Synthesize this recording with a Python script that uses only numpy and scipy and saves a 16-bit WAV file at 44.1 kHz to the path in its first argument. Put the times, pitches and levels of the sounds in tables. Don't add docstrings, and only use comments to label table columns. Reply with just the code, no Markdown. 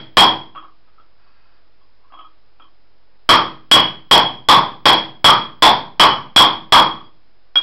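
import sys
import numpy as np
from scipy import signal
from scipy.fft import rfft, irfft
from scipy.io import wavfile

SR = 44100
rng = np.random.default_rng(int(sys.argv[2]) if len(sys.argv) > 2 else 0)


def nominal_scale(level):
    x = np.asarray(level, float) / 20
    return 10 ** x


def wrap_up_sound(samples):
    columns = np.atleast_2d(samples).T
    tamed = np.clip(columns, -1, 1)
    steps = np.round(tamed * 32767).astype(np.int16)
    wavfile.write(sys.argv[1], SR, steps)


N = 336042
LEAD_S = .3


def ring(x, hz, t60):
    shrink = nominal_scale(-60 / (max(t60, .003) * SR))
    turn = 2 * np.pi * hz / SR
    return signal.lfilter([0, np.sin(turn)], [1, -2 * shrink * np.cos(turn), shrink ** 2], x + 1e-18)


def at_hz(points, hz):
    point_hz, value = np.array(points).T
    return np.interp(np.log(hz + 1), np.log(point_hz), value)


def coloured(x, spectrum):
    gain = nominal_scale(at_hz(spectrum, np.fft.rfftfreq(len(x), 1 / SR)))
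    y = irfft(rfft(x) * gain, len(x))
    return y / np.sqrt(np.mean(y ** 2))


def empty_track():
    return np.zeros(N + round(LEAD_S * SR))


def add(track, s, sound):
    i = round((s + LEAD_S) * SR)
    track[i:i + len(sound)] += sound[:len(track) - i]


def contact(knock_hz, knock_db, ring_db, crack_db, knock_t60, spread=.14, partials=None):
    # f/Hz, level/dB, t60/s
    free_rim = [(2403, -24, 0.04), (2950, -12, 0.015), (3040, -10, 0.025), (3135, -11, 0.04),
                (3235, -6, 0.045), (3305, 1, 0.055), (3384, -8, 0.04), (3392, -10, 0.013),
                (4400, -38.5, 0.072), (5100, -24, .04)]
    # f/Hz, level/dB per Hz
    crack_spectrum = [(40, -4), (130, -25), (300, -16), (600, -3.5), (1500, -6.5), (2000, -13), (2600, -7),
                      (3600, -13), (4500, -17.5), (5600, -6)]
    if partials is None:
        partials = free_rim
    t = np.arange(int(.25 * SR)) / SR
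    click = (t == 0) * 1.

    knock = 0
    for side, db, sign in [(-1, -4.5, -1), (0, -0.22, 0.76), (1, -3.0, -1)]:
        knock = knock + sign * nominal_scale(db) * ring(click, knock_hz * (1 + side * spread), knock_t60)

    rim = 0
    for k, (hz, db, t60) in enumerate(partials):
        strength_db = db + 2.0 * rng.standard_normal()
        rim = rim + (-1) ** k * nominal_scale(strength_db) * ring(click, hz, t60)
    rim = rim * (1 - np.exp(-t / .007))

    crack = coloured(np.roll(click, 24), crack_spectrum)
    crack = crack * np.minimum(t / .0005, 1) * np.exp(-t / .012)
    return nominal_scale(knock_db) * knock + nominal_scale(ring_db - 6.0) * rim, nominal_scale(crack_db - 26.5) * crack


def hallway(diffuse_db, standing_db, shorten):
    # f/Hz, t60/s
    hall_t60 = [(100, .72), (260, 0.53), (700, .36), (1800, 0.38), (3300, 0.37), (4500, 0.34), (6000, 0.3)]
    # f/Hz, level/dB, t60/s
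    standing = [(136, 2, .55), (186, 1, .5), (321, 9, .5), (624, -3, .38), (901, -6, .32), (1034, -6, .32),
                (1142, -5, .32), (1269, -7, .3), (2405, -9, .4), (3306, -5, .36), (5095, -4, .3)]
    t = np.arange(int(.7 * SR)) / SR
    click = (t == 0) * 1.
    noise = rng.standard_normal((2, len(t)))

    tail = 0
    edges = 60 * 2 ** np.arange(0, 7.1, .7)
    for k, (lo, hi) in enumerate(zip(edges, edges[1:])):
        band = signal.butter(2, [lo, hi], "band", fs=SR, output="sos")
        t60 = shorten * at_hz(hall_t60, np.sqrt(lo * hi))
        tail = tail + signal.sosfilt(band, noise[k % 2]) * nominal_scale(-60 * t / t60)
    tail = tail * (1 - np.exp(-t / 0.0009))

    waves = sum(nominal_scale(db) * ring(click, hz, t60) * (-1) ** k for k, (hz, db, t60) in enumerate(standing))
    return click + nominal_scale(diffuse_db) * tail + nominal_scale(standing_db) * waves


def hammer_blows():
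    # t/s, hub knock level/dB, hub knock f/Hz, rim level/dB, socket clang f/Hz
    blows = [(-.21, -11.5, 900, 6, 3280), (.170, 2, 971, 10, 3274), (3.291, 0, 1136, -7.5, 3265),
             (3.714, -3.5, 1034, 8.5, 3046), (4.112, 1.5, 954, 10, 3170), (4.487, 4, 1040, 0.5, 3420),
             (4.856, -2, 956, 5, 3315), (5.244, 2, 1136, 8.5, 3293), (5.623, 3.5, 941, 0, 3456),
             (5.997, 3, 1076, 1.5, 3072), (6.362, 3, 1032, 12, 3420), (6.723, 5, 1087, 7, 3344)]
    crack_db, knock_t60 = 9.5, 0.022
    clang_db, clang_t60 = 3, .016
    rebound_s, rebound_scatter_s, rebound_db, rebound_pitch = .04, .003, -4, .93

    track = empty_track()
    paths = [hallway(-21.5, -47.5, 0.94) for blow in blows]
    for k, (s, knock_db, hz, ring_db, clang_hz) in enumerate(blows):
        wheel, crack = contact(hz, knock_db, ring_db, crack_db, knock_t60)
        click = np.arange(len(crack)) == 0
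        crack = crack + nominal_scale(clang_db) * ring(click, clang_hz, clang_t60)
        heard = signal.fftconvolve(wheel, paths[k]) + signal.fftconvolve(crack, paths[k - 1])
        add(track, s, nominal_scale(2.5) * heard)

        landing, thump = contact(hz * rebound_pitch, knock_db, ring_db - 6.5, crack_db - 10, knock_t60)
        landed = signal.fftconvolve(landing + thump, paths[k - 2])
        landing_s = s + rebound_s + rebound_scatter_s * rng.standard_normal()
        add(track, landing_s, nominal_scale(4 + rebound_db) * landed)
    return track


def graze(length_s):
    count = int(length_s * SR)
    return rng.standard_normal(count) * np.hanning(count) / np.sqrt(count / 3)


def nudges():
    # t/s, peak level/dB, rim relative level/dB, knock f/Hz
    touches = [(0.551, -31.5, -29, 1180), (0.558, -27.5, -16, 1192), (0.575, -27, -12.5, 1234),
               (0.627, -34.5, -15, 1162), (0.645, -38, -17, 1218), (0.683, -43, -29, 1160),
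               (0.876, -53, -25, 1190), (0.98, -44, -25, 1270), (0.999, -42, -14, 1260),
               (1.264, -53, -24, 1110), (1.81, -55, -17, 1045), (2.042, -51, -30, 1050),
               (2.101, -49, -29, 1170), (2.123, -37, -13, 1173), (2.139, -35.5, -12, 1135),
               (2.172, -38, -7, 1190), (2.19, -32, -5, 1200), (2.208, -37.5, -15, 1146),
               (2.247, -38.5, -12, 1190), (2.599, -38, -8.5, 1240), (2.604, -45, -17, 1244),
               (2.619, -42, 5, 1240), (2.642, -47, -13, 1080), (7.003, -37, -13, 1240)]
    # f/Hz, level/dB, t60/s
    held_rim = [(3280, -2.5, 0.049), (3257, -3, .05), (3090, -5, .03), (2430, -17, 0.036),
                (314, -12.5, 0.037)]
    graze_s, tick_db, knock_t60, spread = .007, 2.5, .05, .06
    dull = signal.butter(4, 2800, fs=SR, output="sos")

    track = empty_track()
    for s, peak_db, ring_db, hz in touches:
        wheel, crack = contact(hz, 0, ring_db + 16, tick_db, knock_t60, spread, held_rim)
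        thud = signal.sosfilt(dull, crack)
        touch = signal.fftconvolve(wheel + thud, graze(graze_s))
        add(track, s - graze_s / 2, nominal_scale(peak_db) * touch / np.abs(touch).max())
    return track + signal.fftconvolve(track, hallway(-27, -58, 0.6))[:len(track)] - track


def clink():
    # f/Hz, level/dB, t60/s, sign
    split_rim = [(3290, 0, .19, 1), (3309.5, 0, .19, -1), (3233, -11, .2, 1), (3385, -15, .08, -1),
                 (3172, -20, .15, 1), (3106, -17, .06, -1), (3030, -21, .1, 1), (2405, -25, .3, 1)]
    click = (np.arange(SR // 4) == 0) * 1.
    beat = sum(sign * nominal_scale(db) * ring(click, hz, t60) for hz, db, t60, sign in split_rim)
    wheel, crack = contact(1275, 0, -14, 8, .02)
    tap = nominal_scale(-10.5) * (wheel + crack)
    echoing = signal.fftconvolve(tap, hallway(-28, -50.0, 0.77))[:len(click)]
    track = empty_track()
    add(track, 7.5563, nominal_scale(-3.9) * (beat + echoing))
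    return track


def small_microphone(track):
    high_pass = signal.butter(3, 130, "high", fs=SR, output="sos")
    return signal.sosfilt(high_pass, track)[round(LEAD_S * SR):]


def rustle():
    # start t/s, length/s, pressure level/dB
    strokes = [
        (.85, .2, -70),
        (1.2, 0.38, -66),
        (2.05, 0.26, -71),
    ]
    # f/Hz, width/Hz, level/dB
    rubbed = [(1610, 16, 2), (2520, 20, -1), (4590, 40, 0), (1350, 60, -2)]
    attack_s, release_s, idle_db = .05, .12, -76
    t = np.arange(N) / SR
    noise = rng.standard_normal(N)
    broad = signal.lfilter(*signal.iirpeak(1150, 1.6, fs=SR), noise)
    thin = 0
    for hz, width, db in rubbed:
        thin = thin + nominal_scale(db) * signal.lfilter(*signal.iirpeak(hz, hz / width, fs=SR), noise)

    pressure_db = np.full(N, float(idle_db))
    for s, length, db in strokes:
        corners = [s - attack_s, s, s + length, s + length + release_s]
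        pressure_db = np.maximum(pressure_db, np.interp(t, corners, [idle_db, db, db, idle_db]))
    singing_db = -66.5 + 3.5 * (pressure_db + 65.5)
    return nominal_scale(pressure_db) * broad / broad.std() + nominal_scale(singing_db) * thin / thin.std()


def squeaks():
    # t/s, f/Hz, level/dB, length/s
    whistles = [
        (1.841, 4800, -66, 0.011),
        (7.058, 4740, -61, 0.019),
    ]
    t = np.arange(N) / SR
    total = np.zeros(N)
    for s, hz, db, length in whistles:
        swell = np.exp(-.5 * ((t - s) / length) ** 2)
        total += nominal_scale(db) * np.sin(2 * np.pi * hz * t) * swell
    return total


def recorder_floor():
    # f/Hz, level/dB per Hz
    hiss_spectrum = [(20, -10), (62, -7), (100, -1.5), (160, -1), (400, 1.5), (1100, -1.5), (1800, -6),
                     (3500, -9), (4800, -9), (7000, -14.5)]
    # f/Hz, rms level/dB
    hum_and_whine = [(44.6, -65), (89.2, -77), (100, -74), (4969, -75)]
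    t = np.arange(N) / SR
    tones = np.zeros(N)
    for (hz, db), drift in zip(hum_and_whine, [.004, .008, .006, .003]):
        waver = drift * np.cumsum(rng.standard_normal(N))
        tones += np.sqrt(2) * nominal_scale(db) * np.sin(2 * np.pi * hz * t + waver)
    hiss = coloured(rng.standard_normal(N), hiss_spectrum + [(7500, -81)])
    return nominal_scale(-62.5) * hiss + tones


def scene():
    wheel = small_microphone(hammer_blows() + nudges() + clink())
    return (wheel + rustle() + squeaks() + recorder_floor())[None]


def band_limit(x):
    return signal.sosfilt(signal.butter(12, 16830, fs=SR, output="sos"), x)


def record(dry):
    full_scale, offset = .707, .0107
    low = signal.resample_poly(dry[0], 1, 4, window=signal.firwin(129, 5900, fs=SR))
    low = np.clip(low + offset, -full_scale, full_scale)
    smooth = signal.firwin(129, 5350, window=("kaiser", 9), fs=SR)
    high = signal.resample_poly(low, 4, 1, window=smooth, padtype="edge")[:N]
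    high = np.clip(high, -full_scale, full_scale)
    top_cut = signal.ellip(12, .1, 30, 15750, fs=SR, output="sos")
    mix = signal.sosfiltfilt(top_cut, high)[None]
    return band_limit(mix)


dry = scene()
out = record(dry)
wrap_up_sound(out)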